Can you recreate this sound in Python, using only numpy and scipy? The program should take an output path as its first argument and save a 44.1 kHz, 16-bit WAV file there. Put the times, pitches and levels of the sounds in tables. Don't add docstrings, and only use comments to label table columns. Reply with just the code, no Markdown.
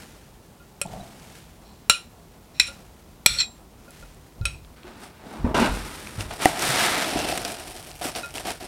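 import sys
import numpy as np
from scipy import signal
from scipy.fft import rfft, irfft, next_fast_len
from scipy.io import wavfile

SR = 44100
rng = np.random.default_rng(int(sys.argv[2]) if len(sys.argv) > 2 else 0)


def makeup_ratio(level_db):
    decades = np.asarray(level_db, float) / 20
    return 10 ** decades


def waveform_to_disk(signal):
    frames = np.transpose(np.atleast_2d(signal))
    scaled = np.clip(frames, -1, 1) * 32767
    samples = np.round(scaled).astype(np.int16)
    wavfile.write(sys.argv[1], SR, samples)


N = 382347
TIME = np.arange(N) / SR


def rms_one(x):
    return x / np.sqrt(np.mean(x ** 2) + 1e-20)


def cut(x, hz, kind):
    return signal.sosfilt(signal.butter(4, hz, kind, fs=SR, output="sos"), x)


def add(out, s, piece):
    i = round(s * SR)
    out[i:i + len(piece)] += piece[:N - i]


def last(rows):
    return np.array(rows)[:, -1]


def sum_db(a_db, b_db):
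    return 20 * np.log10(np.hypot(makeup_ratio(a_db), makeup_ratio(b_db)))


def drift(rate):
    r = np.exp(-80 * np.pi * rate / SR)
    slow = signal.lfilter([1], [1, -2 * r, r * r], rng.standard_normal(N // 40 + 2002))[2000:]
    return np.interp(np.arange(N) / 40, np.arange(len(slow)), rms_one(slow))


def swells(rows, shift_db=0):
    s, db, rise, fade = np.transpose(rows)[:4, :, None]
    coarse = TIME[::32]
    late = coarse - s
    rising = 25 * np.log10(np.clip(1 + late / np.maximum(rise, .002), 1e-6, 1))
    fading = -20 * late / np.maximum(fade, .002)
    level = db + np.reshape(shift_db, (-1, 1)) + np.where(late < 0, rising, fading)
    return np.interp(TIME, coarse, 10 * np.log10(np.sum(10 ** (level / 10), axis=0) + 1e-12))


def ring(force, hz, t60):
    r, w = makeup_ratio(-60 / (max(t60, .0003) * SR)), 2 * np.pi * hz / SR
    return signal.lfilter([0, np.sin(w)], [1, -2 * r * np.cos(w), r * r], force + 1e-18)


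def grains(per_s, spread_db):
    sizes = makeup_ratio(spread_db * np.minimum(rng.exponential(1, N), 5)) * rng.choice([-1, 1], N)
    return rms_one(sizes * (rng.random(N) < per_s / SR))


def burst(length_s, count):
    force = np.zeros(SR // 2)
    force[0] = 1
    force[(rng.uniform(.1, 1, count) * length_s * SR).astype(int) + 1] = rng.normal(0, 0.49, count)
    return force


def coloured(x, spectrum):
    hz, db = np.transpose(spectrum)
    size = next_fast_len(N)
    f = np.arange(1, size // 2 + 2) * SR / size
    gain = makeup_ratio(np.interp(np.log(f), np.log(hz), db, left=-90, right=-90))
    return rms_one(irfft(rfft(x, size) * gain, size)[:N])


def clicks(events, cycles):
    out = np.zeros(N)
    for s, db, hz in events:
        crack = ring(burst(0.0013, count=5)[:2000], hz, cycles / hz)
        add(out, s, makeup_ratio(db + .7) * crack / np.max(np.abs(crack)))
    return out


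# (frequency [Hz], density [dB per Hz])
AIR = [(100, -6), (160, 4), (250, -3.5), (400, 0.5), (630, -10), (1000, -11), (1600, -16.5), (2500, -17.5),
       (8000, -20.5), (16300, -21.5)]
# (time [s], level [dB])
JOLTS = [
    (0, -49),
    (.8, -46),
    (2.59, -44),
    (3.31, -43),
    (4.01, -47),
    (4.43, -33),
    (5.44, -27),
    (5.66, -30),
    (6.2, -35),
    (7.17, -35),
]


def background():
    shake = coloured(rng.standard_normal(N), [(22, -27.5), (35, -2), (55, 0.5), (110, -5), (170, -7.5)])
    rise_s, fade_s = .07, .35
    jolts = makeup_ratio(swells([(s, db, rise_s, fade_s) for s, db in JOLTS]))
    hum = makeup_ratio(np.where(TIME < JOLTS[6][0], -51, -47))
    air = makeup_ratio(-55.5) * coloured(rng.standard_normal(N), AIR)
    return air + makeup_ratio(-2.5) * np.hypot(jolts, hum) * shake


def kitchen(x):
    t60_s, level_db = 0.34, -27
    t = np.arange(SR // 2) / SR
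    tail = signal.lfilter([1], [1, -.5], rng.standard_normal(len(t))) * makeup_ratio(-60 * t / t60_s) * (t > .004)
    return makeup_ratio(level_db) * signal.fftconvolve(x, tail / np.sqrt(np.sum(tail ** 2)))[:N]


# (time [s], peak level [dB], frequency [Hz], t60 [s])
BUMPS = [(0.854, -38, 187, 0.068), (3.3, -35, 54.6, .3), (4.411, -20, 107, 0.12), (4.432, -23.5, 55, .2),
         (4.846, -36.5, 361, 0.18), (5.445, -13, 243, 0.13), (5.444, -17.5, 85, 0.22),
         (5.69, -23, 46.6, 0.61), (6.181, -23.5, 101, 0.3), (6.457, 0, 745, 0.032),
         (6.456, -12.5, 306, 0.071), (6.457, -2, 1950, 0.011), (7.159, -13, 305, 0.026),
         (6.688, -26.5, 134, 0.32), (4.028, -39, 45, 0.22), (8.013, -25, 720, 0.09), (8.153, -35, 686, .04),
         (7.325, -16, 740, .025), (5.544, -16, 650, .03), (5.569, -14, 980, .03), (5.587, -14, 1000, .03),
         (5.615, -16, 226, .08), (8.625, -36, 360, .12), (7.455, -28, 720, .04), (6.309, -27, 800, .015)]


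def bumps():
    out = np.zeros(N)
    for s, db, hz, t60 in BUMPS:
        add(out, s, makeup_ratio(db) * ring(np.eye(1, SR)[0], hz, t60))
    return out


# (time [s], wet rustle [dB], rise from nothing [s], 20 dB fade [s], dull shuffle re rustle [dB])
STIRS = [
    (0, -49, .1, .4, 0),
    (.92, -51, .12, .9, 3),
    (1.37, -51, .5, .2, -6),
    (2.74, -53, .2, .35, 2),
    (3.39, -62, .3, .3, 9),
    (4.01, -54, .3, .4, -4),
]
# (time [s], thud [dB], rise [s], 20 dB fade [s], hollow knock re thud [dB])
TUMBLE = [
    (.856, -35, .01, .08, -6),
    (.952, -37, .12, .19, -3),
]
# (frequency [Hz], density [dB per Hz])
SHUFFLE = [(120, -8.5), (200, 2), (400, -8.5), (800, -6.5), (1500, -17.5)]
# (frequency [Hz], density [dB per Hz])
RUSTLE = [(590, -38.5), (1000, -20), (1350, -1.5), (1710, -1), (4470, -5.5), (9060, -8), (16000, -17)]
# (time [s], peak level [dB], frequency [Hz])
TICKS = [
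    (0.8632, -32, 7850),
    (1.198, -38, 4330),
    (1.359, -40, 3710),
    (3.907, -32, 9780),
    (.873, -36, 3800),
    (4.479, -38, 5500),
    (4.1465, -39, 8600),
    (4.4136, -36, 3850),
    (4.6478, -39, 3750),
    (4.8324, -35, 3300),
]


def onion():
    tossing = TIME < 4.75
    shuffle = np.hypot(makeup_ratio(swells(STIRS, last(STIRS))), makeup_ratio(-55.5))
    shuffle *= makeup_ratio(1.6 * drift(17)) * coloured(rng.standard_normal(N), SHUFFLE)
    rustle = np.hypot(makeup_ratio(swells(STIRS)), makeup_ratio(-63))
    rustle *= makeup_ratio(1.4 * drift(33)) * coloured(grains(4000, 1.6), RUSTLE)
    lumps = cut(grains(450, 1.6), 1400, "low")
    heap = makeup_ratio(swells(TUMBLE)) * rms_one(ring(lumps, 190, 0.047))
    heap += makeup_ratio(swells(TUMBLE, last(TUMBLE))) * rms_one(ring(lumps, 690, 0.029))
    return tossing * (shuffle + rustle) + heap + clicks(TICKS, cycles=9.5)


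OPENED_S = 6.3
# (frequency [Hz], density [dB per Hz])
BOX = [(59, -50), (100, -19.5), (217, 1), (420, -6), (763, -8), (880, -7), (1400, -20), (1820, -25),
       (4000, -60)]
# (frequency [Hz], density [dB per Hz])
ROLL = [(59, -23), (100, -7), (319, 2), (530, -3), (738, 5.5), (930, 1), (1400, -21.5), (1820, -78),
        (3080, -120)]


def hollow_box(slips):
    tube = rms_one(ring(slips, 745, 0.03))
    roll = rms_one(coloured(slips, ROLL) + makeup_ratio(-11.5) * tube)
    return np.where(TIME < OPENED_S, coloured(slips, BOX), roll)


# (frequency [Hz], level [dB], t60 [s])
WALL = [
    (980, -8, .02),
    (1570, -4, .018),
    (2950, -12, .012),
]


def cardboard_wall(slips):
    return sum(makeup_ratio(db) * rms_one(ring(slips, hz, t60)) for hz, db, t60 in WALL)


# (frequency [Hz], density [dB per Hz])
PEEL = [(530, -47), (900, -8.5), (1080, -4), (1290, 3), (1460, 1.5), (2410, 0), (3030, -3), (3700, -2.5),
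        (6000, -14.5), (7800, -21), (13200, -120)]
# (frequency [Hz], density [dB per Hz])
SLACK = [(530, -40), (900, -3), (1300, -1), (1900, -3.5), (2470, -3), (3700, -5.5), (5560, -10),
         (6470, -18), (8000, -23), (13200, -120)]
# (time [s], level [dB], rise [s], 20 dB fade [s], frequency [Hz])
TAUT = [
    (6.98, -10, .25, .3, 2330),
    (7.25, -9, .25, .5, 2620),
    (7.45, -13, .15, .8, 2420),
]


def film_sheet(slips, folds):
    slack = np.clip((TIME - 7.04) / .08 + .5, 0, 1)
    sheet = np.sqrt(1 - slack) * coloured(slips + 0.9 * folds, PEEL)
    sheet += np.sqrt(slack) * coloured(folds - .5 * slips, SLACK)
    for row in TAUT:
        sheet += makeup_ratio(swells([row])) * rms_one(ring(slips, row[-1], 0.02))
    return sheet


# (time [s], peak level [dB], frequency [Hz], dull part [dB])
SNAPS = [(5.5473, -25, 5130, -25), (6.0721, -28, 5420, -26), (6.2077, -16, 5130, -23),
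         (6.3086, -38, 5480, -30), (6.338, -25, 10700, -37), (6.421, -17, 7810, -20),
         (6.4505, -13, 7950, -17), (6.456, -3, 8500, -10), (6.4845, -17, 8170, -32),
         (6.5947, -13, 6090, -19), (7.1904, -17, 5840, -27), (7.3763, -11.5, 8400, -20),
         (7.418, -20, 8420, -27), (7.4497, -13, 5230, -21), (7.4934, -22, 8330, -35),
         (7.5194, -19, 8710, -37), (8.0318, -21, 8940, -30), (8.0853, -21, 8610, -30),
         (8.1617, -22.5, 9000, -28), (8.2602, -25, 8970, -44), (8.3554, -20, 8340, -22),
         (8.3812, -21, 8310, -19), (8.5061, -16, 7930, -21)]
# (time [s], peak level [dB], frequency [Hz])
SETTLING = [(7.5632, -30, 8280), (7.5847, -29, 9250), (7.5981, -21, 8830), (7.6064, -30, 8520),
            (7.6274, -32, 4040), (7.6494, -32, 5510), (7.674, -25, 8130), (7.6994, -28, 8950),
            (7.7124, -32, 10000), (7.7303, -33, 4760), (7.7494, -29, 10200), (7.7644, -29, 8140),
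            (7.7727, -26, 4240), (7.7982, -30, 4180), (7.8064, -34, 5050), (7.8276, -25, 9310),
            (7.8354, -28, 7920), (7.8486, -37, 4280), (7.8486, -26, 9070), (7.8704, -27, 9040),
            (7.8745, -26, 9950), (7.894, -33, 7050), (7.9054, -32, 9140), (7.9104, -32, 5490),
            (7.9149, -26, 4790), (7.9409, -33, 4550), (7.9554, -30, 8890), (7.9608, -27, 10300),
            (7.9684, -33, 8690), (7.9764, -35, 5630), (7.9818, -31, 10100), (7.9974, -27, 7340),
            (8.0132, -21, 9760)]
# (time [s], peak level [dB], frequency [Hz])
CREASES = [(7.0174, -18, 4000), (7.0304, -18, 4790), (7.0724, -23, 5570), (7.1094, -21, 4060),
           (7.1974, -19, 5590), (7.2074, -20, 5580), (7.3254, -18, 5440), (7.4495, -13, 4030),
           (7.4774, -20, 4910), (7.5084, -20, 7830), (7.5264, -25, 8020), (8.0274, -22, 4000),
           (8.0571, -20, 8070), (8.0964, -28, 8050), (8.1174, -34, 5850), (8.1514, -15, 4160),
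           (8.1764, -18, 4290), (8.2312, -29, 5610), (8.2901, -30, 8200), (8.307, -28, 5980),
           (8.3409, -32, 7820), (8.3409, -23, 8390), (8.3978, -23, 8900), (8.4517, -24, 4370),
           (8.4766, -19, 4230), (8.5504, -31, 8310), (8.5654, -33, 4240), (8.6074, -27, 4160),
           (8.6214, -32, 4330), (8.6634, -30, 7940)]


def film_snaps():
    snaps = list(SNAPS)
    snaps += [(s, db - 2.2, hz, db - 12) for s, db, hz in list(SETTLING) + list(CREASES)]
    stray_db = -39
    for when, how in rng.random((45, 2)):
        snaps.append((7.2 + 1.15 * when, stray_db + 6 * how, 10500, stray_db - 6 * how))
    bright = clicks([(s, db, hz) for s, db, hz, dull_db in snaps], cycles=5)
    dull = clicks([(s, dull_db, 2700) for s, db, hz, dull_db in snaps], cycles=8.3)
    return cut(bright, 3500, "high") + dull


# (time [s], level [dB], rise [s], 20 dB fade [s], cardboard scuff re box [dB])
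LIFTS = [(4.765, -54, .01, .3, -2), (4.87, -47, .05, 1.1, -5), (5.36, -39, .2, .5, -12),
         (5.448, -27, .01, .2, -24), (5.546, -22, .004, .15, -4), (5.6, -22, .05, .18, -5),
         (5.66, -25, .06, .06, -5), (6.19, -38, .02, .15, -8), (6.31, -33, .005, .04, -1),
         (6.465, -26, .02, .05, -8), (7.165, -30, .04, .1, -9)]
# (time [s], level [dB], rise [s], 20 dB fade [s], fine crinkle re peel [dB])
PULLS = [(5.04, -49, .09, .08, 1), (5.32, -54, .1, .3, -1), (5.76, -41, .2, 1.2, 0),
         (6.21, -38, .04, .07, 1), (6.34, -43, .04, .15, 1), (6.43, -29, .055, .3, -2),
         (6.64, -28, .09, .7, 0), (6.83, -23, .3, .52, -5), (7.022, -33, .05, .05, -2),
         (7.08, -35, .02, .1, -2), (7.194, -33, .03, .35, -3), (7.29, -31, .03, .1, 0),
         (7.325, -33, .03, .015, 0), (7.36, -37, .03, .15, 0), (7.378, -36, .004, .04, 0),
         (7.452, -30, .006, .03, -1), (7.47, -39, .05, .3, 0), (7.522, -39, .06, .03, 0),
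         (7.6, -47.5, .05, 1.8, 2), (8.016, -36, .006, .1, -1), (8.055, -33, .045, .1, 2),
         (8.095, -38, .03, .015, 0), (8.24, -45, .01, .2, 0), (8.48, -36, .03, .08, 0),
         (8.4, -41, .01, .05, 0), (8.16, -31, .014, .08, -1), (8.355, -38, .025, .16, 0),
         (8.455, -37, .015, .12, -1), (8.505, -35, .05, .06, -2), (8.605, -42, .008, .2, 0)]
# (frequency [Hz], density [dB per Hz])
CRINKLE = [(2650, -39.5), (4500, -9.5), (5510, -3.5), (6470, -9), (9190, 0.5), (10000, -3.5),
           (14900, -12.5), (16100, -20.5)]


def box_and_film():
    film_db, scuff_db = swells(PULLS), swells(LIFTS, last(LIFTS))
    peel_db = sum_db(film_db, scuff_db)
    crinkle_db = sum_db(swells(PULLS, last(PULLS)), scuff_db - 9)
    roll_db = film_db + (TIME > OPENED_S) * (1.5 - .65 * np.clip(film_db + 34, 0, None))
    box_db = sum_db(swells(LIFTS), roll_db)
    clumps = np.clip(-.16 * (peel_db + 24), .3, 2.4) * np.where(TIME < OPENED_S, .6, .75) * drift(51)
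    wall_db = scuff_db + .35 * np.minimum(scuff_db + 28, 0)
    slips, folds = grains(8000, 2.7), grains(5000, 2.93)
    out = makeup_ratio(box_db + 0.87 * clumps) * hollow_box(slips)
    out += makeup_ratio(peel_db + 0.77 * clumps) * film_sheet(slips, folds)
    out += makeup_ratio(wall_db + clumps) * cardboard_wall(slips)
    fine_db = crinkle_db - 3.0 + 0.97 * clumps + 1.5 * drift(97)
    out += makeup_ratio(fine_db) * coloured(folds + .6 * slips, CRINKLE)
    return out + film_snaps()


# (time [s], peak level [dB], frequency [Hz], t60
# [s])
PINGS = [(3.386, -15, 4330, .024), (3.401, -16, 4200, .03), (3.411, -19, 4050, .06), (3.4, -26, 7450, .08),
         (3.43, -33, 2480, .07), (3.44, -37, 3900, .17), (1.91, -24, 2800, .06), (1.932, -26, 2870, .07),
         (1.945, -28, 2500, .08), (2.645, -34, 2420, .12), (4.49, -40, 2520, .1), (4.542, -44, 2520, .06),
         (8.231, -36, 2518, .12), (8.231, -40, 3900, .08), (8.231, -33, 1400, .2), (4.453, -34, 3910, .14),
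         (3.4, -32, 7450, .3), (1.9, -32, 1375, .3), (.854, -32, 850, .02), (1.005, -46, 3900, .03)]


def pings():
    out = np.zeros(N)
    for s, db, hz, t60 in PINGS:
        tone = ring(ring(burst(.003, count=2), hz, .02), hz, t60)
        add(out, s, makeup_ratio(db) * tone / np.max(np.abs(tone)))
    return out


# (time [s], peak level [dB], hardness [dB per octave])
TOUCHES = [
    (.6, -56, -8),
    (2.682, -38, -10),
    (3.362, -40, -8),
    (3.879, -45, -10),
    (4.026, -42, -10),
    (4.415, -47, -6),
    (8.233, -40, -3),
]
# (frequency [Hz], level [dB], t60 [s])
LOW_MODES = [
    (555, -4, .1),
    (1404, 0, .16),
    (2518, -4, 0.22),
    (3900, -4, 0.092),
]


def soft_touches():
    out = np.zeros(N)
    for s, db, hard_db in TOUCHES:
        soft = burst(.02, count=3)
        for hz, mode_db, t60 in LOW_MODES:
            level_db = db + mode_db + hard_db * max(np.log2(hz / 1378), 0)
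            add(out, s, makeup_ratio(level_db) * ring(ring(soft, hz, 0.0067), hz, t60) / 20)
    return out


# (time [s], level [dB], 20 dB fade [s], singing [dB], bare scratch [dB])
SLIDES = [
    (.82, -38, .06, -14, 3),
    (1.901, -22, .08, 1, 3.5),
    (2.602, -25, .085, -1.5, 5),
    (3.265, -24, .25, -4.5, 0),
    (3.405, -18, .042, -3, -12),
    (4.458, -31, .1, -2.5, 5),
    (2.557, -48, .6, -13, 0),
    (2.676, -36, .035, -4, 4),
    (1.658, -56, .26, -8.5, 3),
]
SLIDE_PLACE = [0, 1, 2, 3, 4, 5, 2, 1, 4]
# (frequency [Hz], density [dB per Hz])
GRIT = [(650, -41), (1100, -12.5), (2440, -14), (4170, -2.5), (4760, -9), (5670, -13), (15000, -27.5)]


def tongs_sliding():
    rubbing, grit = np.zeros(N), grains(12000, 2.8)
    bare = coloured(grit, GRIT)
    knocked = np.transpose(KNOCKS)[0]
    for (s, db, fade, sing_db, grit_db), k in zip(SLIDES, SLIDE_PLACE):
        a, b = round(s * SR) - SR // 20, round(s * SR) + SR // 3
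        if np.min(np.abs(knocked - s)) < .007:
            gesture = [(s, db, 0, fade), (s, db + 8, 0, .02)]
        else:
            gesture = [(s, db, .024, fade)]
        lifted = min([*knocked[knocked > s], np.inf])
        pressure = (makeup_ratio(swells(gesture)) * (TIME < lifted))[a:b]
        for m, (hz, t60, *place_db) in enumerate(BOWL + BOWL_HIGH):
            force = pressure * grit[1000 * m:][a:b]
            line = makeup_ratio(sing_db - 29.5) * ring(force, hz, min(.5 * t60, .07))
            band = makeup_ratio(-27) * ring(force, hz, .014)
            rubbing[a:b] += makeup_ratio(place_db[k]) * (line + band)
        rubbing[a:b] += makeup_ratio(grit_db - 17.5) * pressure * bare[a:b]
    return cut(rubbing, 1150, "high")


# (frequency [Hz], t60 [s], then level at each of six places struck [dB])
BOWL = [(565, 0.3, -6, -10, -30, -21, -26.5, -25), (1375, 0.28, -7, -3.5, -15, -9, -15, -11),
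        (1970, 0.086, -30, -19.5, -5, -12, -9, -73), (2412, 0.083, -5, -4, -2, -1, -12.5, -8),
        (2517, 0.075, 6, -15, 2, -24.5, -5.5, 2), (2625, 0.061, -21, -7, -12.5, -16, -21, -7),
        (2870, 0.068, -27, -3.5, -22.5, -18, -28, -14), (3130, 0.04, -2.5, -11.5, -25, -25.5, -18, -10),
        (3320, 0.23, -32, -22.5, -23.5, -12.5, -6.5, -25), (3580, 0.1, -33, -12.5, -19, -4, -9, -29),
        (2778, .12, -25, -5, -25, -20, -25, -20), (3410, .15, -25, -20, -14, -8, -14, -20),
        (3790, .12, -25, -15, -18, -8, -10, -25), (4085, .1, -15, -4, -6, -12, 0, -24)]
# (frequency [Hz], t60 [s], then level at each of six places struck [dB])
BOWL_HIGH = [ (3964, 0.033, -19, 1, 3.5, -27, -3.5, -4), (4190, 0.066, -10, -8, -22, 2.5, 3, -31),
             (4450, .08, -18, -16, -20, -10, -6, -25), (5690, .2, -14, -18, -22, -6, -20, -20),
             (6600, .1, -18, -15, -20, -20, -25, -14), (5510, 0.047, -1.5, -13.5, 2, -12, -3, -6.5),
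             (5570, 0.28, -13.5, -4, -6.5, -3, -4, -20), (7445, 0.075, -0.5, -1, -3.5, -8, -2.5, -26),
             (7845, 0.1, -6, -22, -28.5, -0.5, -23, -11), (8200, 0.062, 2, -26.5, -19.5, -19.5, -39, -11),
             (8900, 0.17, -6, -16, -21.5, -11.5, -18.5, -14),
             (9610, 0.063, -29, -2.5, -8.5, -10.5, -28, -9.5), (10350, 0.1, 1, -31.5, -28, -12, -26, -30),
             (12400, 0.1, -16, -18, -25, -16, -30, -31)]
# (time [s], peak level [dB], first clack [dB], bright crack [dB], thud [dB])
KNOCKS = [
    (0.815, -10, -2.5, -25, -25),
    (1.897, -2, 7, -23, -22),
    (2.598, -4.5, 7, -31.5, -29),
    (3.261, 0, 7.5, -19, -26),
    (3.392, -32, -10, -46, -45),
    (4.454, 3, -18.5, -45.5, -53),
]


def tongs_knocking():
    out, once = np.zeros(N), np.eye(1, SR // 2)[0]
    for k, (s, db, clack_db, crack_db, thud_db) in enumerate(KNOCKS):
        blow = burst(.004, count=5)
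        modes = 0
        for m, (hz, t60, *place_db) in enumerate(BOWL + BOWL_HIGH):
            long = makeup_ratio(-19.5) * ring(once, hz, min(0.4 * t60, .15))
            clack = makeup_ratio(clack_db - 13) * ring(burst(.004, count=4), hz, 0.014)
            modes = modes + (-1) ** m * makeup_ratio(place_db[k]) * (long + clack)
        crack = makeup_ratio(crack_db + 9.5) * (ring(blow, 11200, .007) + ring(blow, 13800, .005))
        thud = makeup_ratio(thud_db) * (makeup_ratio(1) * ring(once, 160, 0.031) + makeup_ratio(-4) * ring(once, 800, 0.01))
        add(out, s, makeup_ratio(db) * (modes + crack + thud))
    return out


def scene():
    near = bumps() + onion() + box_and_film()
    near += pings() + soft_touches() + tongs_sliding() + tongs_knocking()
    near = signal.sosfilt(signal.butter(2, 15000, fs=SR, output="sos"), near)
    return (near + kitchen(near) + background())[None]


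def roll_off(x):
    return signal.sosfilt(signal.butter(12, 16240, fs=SR, output="sos"), x)


def record(dry):
    mix = np.clip(dry, -1, 1)
    return roll_off(mix)


dry = scene()
out = record(dry)
waveform_to_disk(out)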